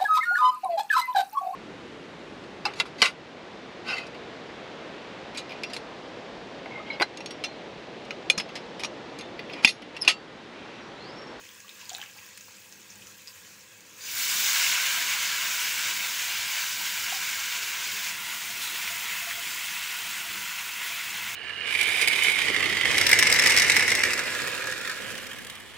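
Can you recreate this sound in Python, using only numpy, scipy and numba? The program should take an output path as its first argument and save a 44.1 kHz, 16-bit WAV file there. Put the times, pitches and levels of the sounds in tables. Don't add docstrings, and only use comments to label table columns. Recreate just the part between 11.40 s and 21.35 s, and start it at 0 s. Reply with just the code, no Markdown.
import sys
import numpy as np
from scipy import signal
from scipy.fft import rfft, irfft, next_fast_len
from scipy.io import wavfile
from scipy.ndimage import uniform_filter1d, map_coordinates
from numba import njit

SR = 44100
rng = np.random.default_rng(int(sys.argv[2]) if len(sys.argv) > 2 else 0)


def unload_wav(signal):
    wavfile.write(
        sys.argv[1],
        SR,
        np.round(np.clip(np.atleast_2d(signal).T, -1, 1) * 32767).astype(np.int16),
    )


def elevation(decibels):
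    levels = np.asarray(decibels, float)
    return 10 ** (levels / 20)


N = 438794

# time in seconds, share of first leaves 0-1, share of the heaped pan 0-1
LOAD = [
    (0, 0, 0),
    (2.56, 0, 0),
    (2.68, 1, 0),
    (6.64, 1, 0),
    (6.78, 0, 1),
    (10, 0, 1),
]
# time in seconds, vigour in dB, fineness in dB
BOIL = [(0, -55, -1.5), (.6, -53, 0), (1.3, -55.5, -0.5), (2, -53.5, 1), (2.4, -56.5, -2), (2.56, -54.5, 0),
        (2.72, -42.5, 7.5), (2.8, -36, 7), (3, -33, 7), (3.18, -28.5, 2), (3.42, -30, 0.5),
        (3.85, -31.5, -0.5), (4.5, -33.5, .8), (5.6, -35, 1.5), (6.66, -36, 0.5), (7.3, -35, 0.6),
        (8.1, -36, 1), (9.95, -36.5, -1)]
# frequency in Hz, level in dB per Hz
SIMMER = [(330, -37), (560, -10), (762, -21), (995, -13.5), (1220, -7.5), (1590, -4), (2050, -4),
          (2250, -2), (3950, -4), (4830, -3), (6930, -1), (9810, -18), (13700, -15)]
FRESH = [(330, -32.5), (560, -20), (703, -23), (906, -13.5), (995, -8), (1180, -12), (1470, -5), (1750, -6),
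         (2220, 0), (4000, -5), (7210, -4), (9170, -14), (13700, -11.5)]
HEAPED = [(330, -57), (560, -23.5), (684, -19.5), (762, -18.5), (969, -6), (1230, -7.5), (1390, -7),
          (1630, -4.5), (2110, -0.5), (4220, -5.5), (6930, -6.5), (9290, -20), (13700, -20.5)]
# frequency in Hz, width in Hz, level in dB above the colour
BOWL_BARE = [(1007, 75, 10.5), (1630, 66, 4.5), (1880, 84, 2.5), (2560, 100, 5), (3290, 140, -31)]
BOWL_FRESH = [(1080, 220, -2.5), (1570, 170, 5), (2230, 200, -1.5), (2890, 230, -1), (3680, 140, -1.5)]
BOWL_HEAPED = [(1397, 37, 6), (1470, 64, 5), (2070, 140, 1.5), (2630, 270, 2), (3270, 740, -1)]
# frequency in Hz, width in Hz, level in dB above the colour
WALL = [(687, 9, 13.5), (973, 12, 4.5), (832, 20, 3), (1352, 14, 2), (745, 20, 2)]
RANGE_EDGES_HZ = (3500, 8200, 13900)
BARE_DB = [-1.05, -1.5, -6, -16]
FRESH_DB = [0.1, -2, -9.5, -15]
HEAPED_DB = [-0.1, -5.5, -8.5, -14]
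FINENESS_LEAN = [0, .7, .9, 1.4]
# start in seconds, length in seconds, pitch in Hz, width in Hz, level in dB
JETS = [(0.36, .1, 2600, 3100, -55), (0.58, .05, 2600, 1600, -54), (0.974, .006, 6100, 8000, -40.5),
        (1.5, .015, 6100, 2200, -42), (2.605, .15, 4800, 700, -45.5), (2.652, 0.18, 2600, 790, -42),
        (2.61, 0.12, 6600, 1200, -43), (7.209, 0.11, 3700, 1000, -35.5), (7.215, 0.055, 9400, 10000, -35.5),
        (2.84, .25, 2900, 1800, -40), (2.775, .12, 8700, 8500, -37), (2.94, .4, 6000, 2300, -33.5),
        (.39, 0.059, 4500, 6000, -46), (7.914, 0.017, 1900, 1200, -37)]
# time in seconds, peak in dB, pitch in Hz
SPITS = [(0.0523, -34, 2600), (0.0902, -34, 3220), (0.203, -33, 6390), (0.281, -35, 3120),
         (0.2927, -30, 3760), (0.413, -30, 2780), (0.783, -38, 2580), (0.7884, -36, 2380),
         (.8885, -39, 8000), (0.975, -41, 1660), (1.0093, -31, 6450), (1.0824, -34, 1140),
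         (1.1667, -38, 7400), (1.3247, -31, 6050), (1.4167, -38, 5550), (1.4296, -42, 6300),
         (1.5564, -34, 7100), (1.6224, -33, 2770), (1.67, -34, 6070), (1.874, -29, 5000),
         (1.8803, -29, 4860), (2.0493, -38, 2470), (2.4069, -37, 6600), (2.5817, -36, 6800),
         (2.6095, -32, 4670), (2.6184, -37, 6900), (7.4768, -18, 2470), (7.9115, -15, 1900),
         (9.5226, -21, 2380)]
# time in seconds, peak in dB, pitch in Hz
FLURRY = [(0.455, -34, 4900), (0.494, -21.5, 6800), (.4945, -26, 4300), (0.5027, -26, 3270),
          (0.532, -28, 5910), (0.5437, -27, 7050), (0.549, -20.5, 3900), (0.5664, -30, 7300),
          (0.583, -29, 1630), (0.601, -33, 3110), (0.615, -20, 3100), (0.627, -28.5, 1690),
          (0.6374, -31, 2230), (0.66, -33, 2780)]
# time in seconds, peak in dB
MIST_TICKS = [(0.3446, -42), (0.395, -42), (0.5826, -34), (0.625, -38), (0.8485, -46), (0.8639, -34),
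              (0.9757, -36), (1.04, -45), (1.5768, -41), (1.7789, -36), (1.95, -39), (2.0238, -42)]
# time in seconds, peak in dB, pitch in Hz, t60 in seconds
GULPS = [(0.245, -45, 1150, 0.028), (0.428, -44, 974, 0.03), (0.515, -37, 736, 0.038),
         (0.535, -38, 759, 0.027), (0.548, -42, 770, 0.026), (0.564, -46, 780, 0.023),
         (0.592, -39, 815, 0.037), (0.763, -45, 842, 0.03), (0.825, -47, 1040, 0.03),
         (1.082, -40.5, 1190, 0.025), (5.409, -31.5, 920, 0.026), (5.724, -29.5, 765, 0.044)]
# time in seconds, level in dB
NUDGES = [(7.085, -46), (7.5, -49), (7.815, -44), (7.865, -39), (7.97, -41), (8.85, -52), (9.5, -46)]
# frequency in Hz, level in dB per Hz
KITCHEN = [(18, -42), (30, -20), (108, -1), (194, -3), (230, -0.5), (328, -4.5), (423, -6.5), (495, -3.5),
           (717, -8.5), (900, -2), (1170, -21), (1980, -120)]
# frequency in Hz, width in Hz, level in dB above the rumble
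MOTOR = [(84, 10, 7), (103.8, 4.8, 12), (156, 6.4, -8), (174, 10, 6.5), (187.6, 7.5, 10),
         (202.7, 5.4, 13.5), (267, 9, 0), (313.4, 6.8, 9), (343, 14, 8.5), (429, 15.4, 11)]
# frequency in Hz, level in dB
HUM = [(486, -72), (522.5, -71)]
# frequency in Hz, t60 in seconds
TILES = [(500, 0.35), (3000, 0.18), (12000, 0.041)]
# frequency in Hz, gain in dB
PORT = [(13700, 0), (14000, 1), (14300, 5), (14900, 9), (15710, 11), (15770, -25), (15900, -70)]
# centre in seconds, low edge in Hz, high edge in Hz, level in dB
FILLS = [(2.835, 4600, 6400, -38), (3.348, 9600, 11300, -49), (3.372, 12500, 14000, -47),
         (4.252, 4600, 5900, -42), (4.622, 11700, 13300, -53), (4.718, 13800, 15700, -47),
         (5.695, 11000, 12500, -52), (5.833, 4160, 5300, -47), (5.833, 6900, 9000, -45),
         (5.833, 10300, 14000, -49), (6.458, 4130, 5200, -44.5), (6.692, 5050, 6460, -44),
         (6.692, 8900, 10500, -53), (8.108, 4600, 5900, -50), (9.314, 13000, 14700, -53),
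         (9.338, 4600, 7100, -46), (9.432, 6740, 9800, -47), (9.71, 4600, 7800, -47),
         (9.782, 7500, 9050, -52), (9.782, 13800, 15300, -52)]

ARM_S, ARM_LENGTH_S, ARM_DB = 6.71, 0.16, -1.5
HAND_OFF_S, HAND_DB = 7.2, -0.84
FAINT_DB, FAINT_SPREAD_DB, FAINT_UNTIL_S = -49, 5, 2.3
SPATTER_DB, SPATTER_FALLS = -1.5, 0.37
NUDGE_T60_S, NUDGE_RISE_S = 0.16, 0.0075
KITCHEN_DB, ROAR_DB, SHADE_DB = -62, 4, -7
SWELL_S, SWELL_LENGTH_S, SWELL_DB = 4.12, 0.099, 4.5


def unit(x):
    return x / np.sqrt(np.mean(x ** 2, axis=-1, keepdims=True) + 1e-20)


def along(points, hz):
    f, v = np.transpose(points)
    return np.interp(np.log(hz + 1), np.log(f + 1), v)


def curves(rows):
    s, *columns = np.transpose(rows)
    return np.array([np.interp(np.arange(N) / SR, s, column) for column in columns])


def wobble(rate):
    knots = rng.standard_normal(int(N * rate / SR) + 4)
    return map_coordinates(knots, [np.arange(N) * rate / SR])


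def peaked(spectrum, modes, hz):
    power = 1 + sum(elevation(2 * db) / (1 + (2 * (hz - centre) / width) ** 2) for centre, width, db in modes)
    return elevation(along(spectrum, np.minimum(hz, 13700))) * np.sqrt(power)


def coloured(x, gain):
    size = 2 ** 14
    cepstrum = irfft(np.log(gain(np.fft.rfftfreq(size, 1 / SR)) + 1e-6))
    cepstrum[1:size // 2] *= 2
    cepstrum[size // 2 + 1:] = 0
    return signal.fftconvolve(x, irfft(np.exp(rfft(cepstrum))))[:N]


def burst(length, low_hz, high_hz):
    hz = np.fft.rfftfreq(length, 1 / SR)
    inside = (hz > low_hz) & (hz < high_hz)
    return unit(irfft(rfft(rng.standard_normal(length)) * inside, length))


@njit
def add(out, s, hz, size, cycles):
    for i in range(len(s)):
        k = int(s[i] * SR)
        for j in range(min(int(5 * cycles[i] * SR / hz[i]), len(out) - k)):
            u = j * hz[i] / SR
            out[k + j] += size[i] * np.sin(2 * np.pi * u) * np.exp(-u / cycles[i]) * (1 - np.exp(-u))
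    return out


def frying():
    fresh, heaped = curves(LOAD)
    vigour_db, fineness_db = curves(BOIL)
    t = np.arange(N) / SR
    since = np.clip(t - ARM_S, 0, 5) / ARM_LENGTH_S
    arm_db = ARM_DB * np.e * 2 * since * np.exp(-2 * since)
    covered = np.clip(np.minimum(since * ARM_LENGTH_S, HAND_OFF_S - t) / 0.018, 0, 1)
    vigour_db = vigour_db + HAND_DB * covered - 0.3 * arm_db
    fineness_db = fineness_db + arm_db

    bare = bubbles(count=8000, cycles=4.8, scatter_db=4.0, share=0.16, patch_db=1.6)
    wet = bubbles(count=40000, cycles=2.45, scatter_db=3.5, share=0.16, patch_db=1.0)
    full = bubbles(count=40000, cycles=4.9, scatter_db=6.5, share=0.15, patch_db=1.0)
    bare = coloured(bare, lambda f: peaked(SIMMER, BOWL_BARE, f))
    wet = coloured(wet, lambda f: peaked(FRESH, BOWL_FRESH + WALL, f))
    full = coloured(full, lambda f: peaked(HEAPED, BOWL_HEAPED + WALL, f))
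    mix = np.sqrt(np.abs(1 - fresh - heaped)) * bands(bare, BARE_DB)
    mix += np.sqrt(fresh) * bands(wet, FRESH_DB)
    mix += np.sqrt(heaped) * bands(full, HEAPED_DB)

    surge_db = 0.1 * wobble(3.03) + 0.41 * wobble(9) + 0.5 * wobble(30) + 0.13 * wobble(90)
    flicker = np.array([1.2 * wobble(4) + wobble(14) + wobble(60) for _ in range(4)])
    own_db = [[0.3], [0.3], [0.35], [0.6]] * flicker
    level_db = vigour_db + np.outer(FINENESS_LEAN, fineness_db) + surge_db + own_db
    return np.sum(mix * elevation(level_db), axis=0)


def bubbles(count, cycles, scatter_db, share, patch_db):
    when, pitch, strength, ringing = rng.random((count, 4)).T
    hz = 600 * 27 ** pitch
    size = hz * elevation(scatter_db * np.sqrt(-np.log(1 - 0.998 * strength)))
    grains = add(np.zeros(N), when * N / SR, hz, size, cycles * (0.5 + ringing))
    share = np.clip(share, 0, 1)
    hiss = rng.standard_normal(N)
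    return patchy(np.sqrt(share) * unit(grains) + np.sqrt(1 - share) * hiss, patch_db)


def patchy(x, depth_db):
    z = signal.stft(x, nperseg=512)[2]
    field = uniform_filter1d(rng.standard_normal(z.shape), size=3, axis=0)
    field = uniform_filter1d(field, size=12, axis=1)
    return signal.istft(z * elevation(depth_db * field / field.std()), nperseg=512)[1][:N]


def bands(x, levels_db):
    m = next_fast_len(N)
    hz = np.fft.rfftfreq(m, 1 / SR)
    a, b, c = (1 / (1 + (hz / edge) ** 10) for edge in RANGE_EDGES_HZ)
    ranges = irfft(rfft(x, m) * [a, b - a, c - b, 1 - c], m)[:, :N]
    return unit(ranges) * elevation(levels_db)[:, None]


def jets():
    out, t = np.zeros(N + SR), np.arange(SR // 2) / SR
    for s, length, hz, width, db in JETS:
        shape = (1 - np.exp(-t / (0.073 * length))) * np.exp(-t / length)
        hiss = burst(len(t), hz - width / 2, hz + width / 2)
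        out[round(s * SR):][:len(t)] += elevation(db) * shape * hiss
    return out[:N]


def spits():
    s, db, hz = np.transpose(SPITS + FLURRY + faint(count=30))
    spatter_db = SPATTER_DB - SPATTER_FALLS * (db + 35)
    out = add(np.zeros(N), s, hz, elevation(db + 2.5), 0.84 + hz * 0.00056)

    late = rng.exponential(1, (len(s), 14))
    pitch = np.clip(hz[:, None] * np.exp(0.234 * rng.standard_normal(late.shape)), 500, 12000).ravel()
    size = elevation((db + spatter_db)[:, None] - 12 - 5.7 * late)
    out = add(out, (s[:, None] + 0.004 * late).ravel(), pitch, size.ravel(), 1.5 + pitch * 0.0008)

    t = np.arange(400) / SR
    snaps = np.zeros(N + len(t))
    for at, level in zip(s, db + spatter_db):
        snaps[round(at * SR):][:len(t)] += elevation(level - 60 * t / 0.017) * rng.standard_normal(len(t))

    chance = rng.random((50, 2)) * [FAINT_UNTIL_S, 8] + [0, -51]
    at, level = np.transpose(MIST_TICKS + list(chance))
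    out = add(out, at, rng.uniform(12500, 15500, len(at)), elevation(level + 9), np.full(len(at), 1.5))
    return out + coloured(snaps[:N], lambda f: peaked(SIMMER, BOWL_BARE, f) * elevation(-4))


def faint(count):
    when, size, pitch = rng.random((count, 3)).T
    return list(zip(when * FAINT_UNTIL_S, FAINT_DB + FAINT_SPREAD_DB * size, 2300 * 3.3 ** pitch))


def gulps():
    out, t = np.zeros(N + SR), np.arange(SR // 5) / SR
    for s, db, hz, t60 in GULPS:
        shape = elevation(db + 5 - 60 * t / max(t60, 0.01)) * (1 - np.exp(-t / 0.0021))
        out[round(s * SR):][:len(t)] += shape * np.sin(2 * np.pi * hz * (t + 0.87 * t * t))
    return out[:N]


def nudges():
    out, t = np.zeros(N + SR), np.arange(SR // 3) / SR
    shape = elevation(-60 * t / NUDGE_T60_S) * (1 - np.exp(-t / NUDGE_RISE_S))
    ring = shape * np.sin(2 * np.pi * WALL[0][0] * t)
    for s, db in NUDGES:
        out[round(s * SR):][:len(t)] += elevation(db + 0.7) * ring
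    return out[:N]


def kitchen():
    fresh, heaped = curves(LOAD)
    noise = patchy(rng.standard_normal(N), depth_db=1.5)
    drone = unit(coloured(noise, lambda f: peaked(KITCHEN, MOTOR, f)))
    t = np.arange(N) / SR
    tones = np.zeros(N)
    for hz, db in HUM:
        level = elevation(db + 2.0 + 0.64 * wobble(5.5))
        tones += level * np.sin(2 * np.pi * hz * t + 0.8 * wobble(3.4))
    swell_db = SWELL_DB * np.exp(-((t - SWELL_S) / SWELL_LENGTH_S) ** 2)
    drift_db = 0.66 * wobble(2.2) + 1.5 * wobble(8)
    level_db = KITCHEN_DB + ROAR_DB * (fresh + heaped) + swell_db + drift_db
    return drone * elevation(level_db) + tones * elevation(SHADE_DB * heaped)


def tiles(x):
    hz, t, z = signal.stft(rng.standard_normal(SR // 2), SR, nperseg=256)
    decay = elevation(-60 * t / along(TILES, hz)[:, None])
    tail = signal.istft(z * decay, SR, nperseg=256)[1]
    return signal.fftconvolve(np.pad(x, (130, 0)), tail / np.linalg.norm(tail))[:N]


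def fills():
    out, size = np.zeros(N + SR), 2048
    for s, low_hz, high_hz, db in FILLS:
        shape = elevation(db + 3) * np.hanning(size) ** 2
        out[round(s * SR) - size // 2:][:size] += shape * burst(size, low_hz, high_hz)
    return out[:N]


def scene():
    fry = frying() + jets()
    no_thump = signal.butter(3, 500, "high", fs=SR, output="sos")
    pops = signal.sosfilt(no_thump, spits()) + gulps() + nudges()
    mono = fry + pops + tiles(elevation(-8) * pops + elevation(-17) * fry) + kitchen()
    return np.array([mono, mono])


def top_cut(x):
    return signal.sosfilt(signal.butter(12, 16990, fs=SR, output="sos"), x)


def record(dry):
    heard = coloured(dry[0], lambda f: elevation(along(PORT, f)))
    apart = fills()
    return top_cut(np.array([heard + apart, heard - apart]))


dry = scene()
out = record(dry)
unload_wav(out)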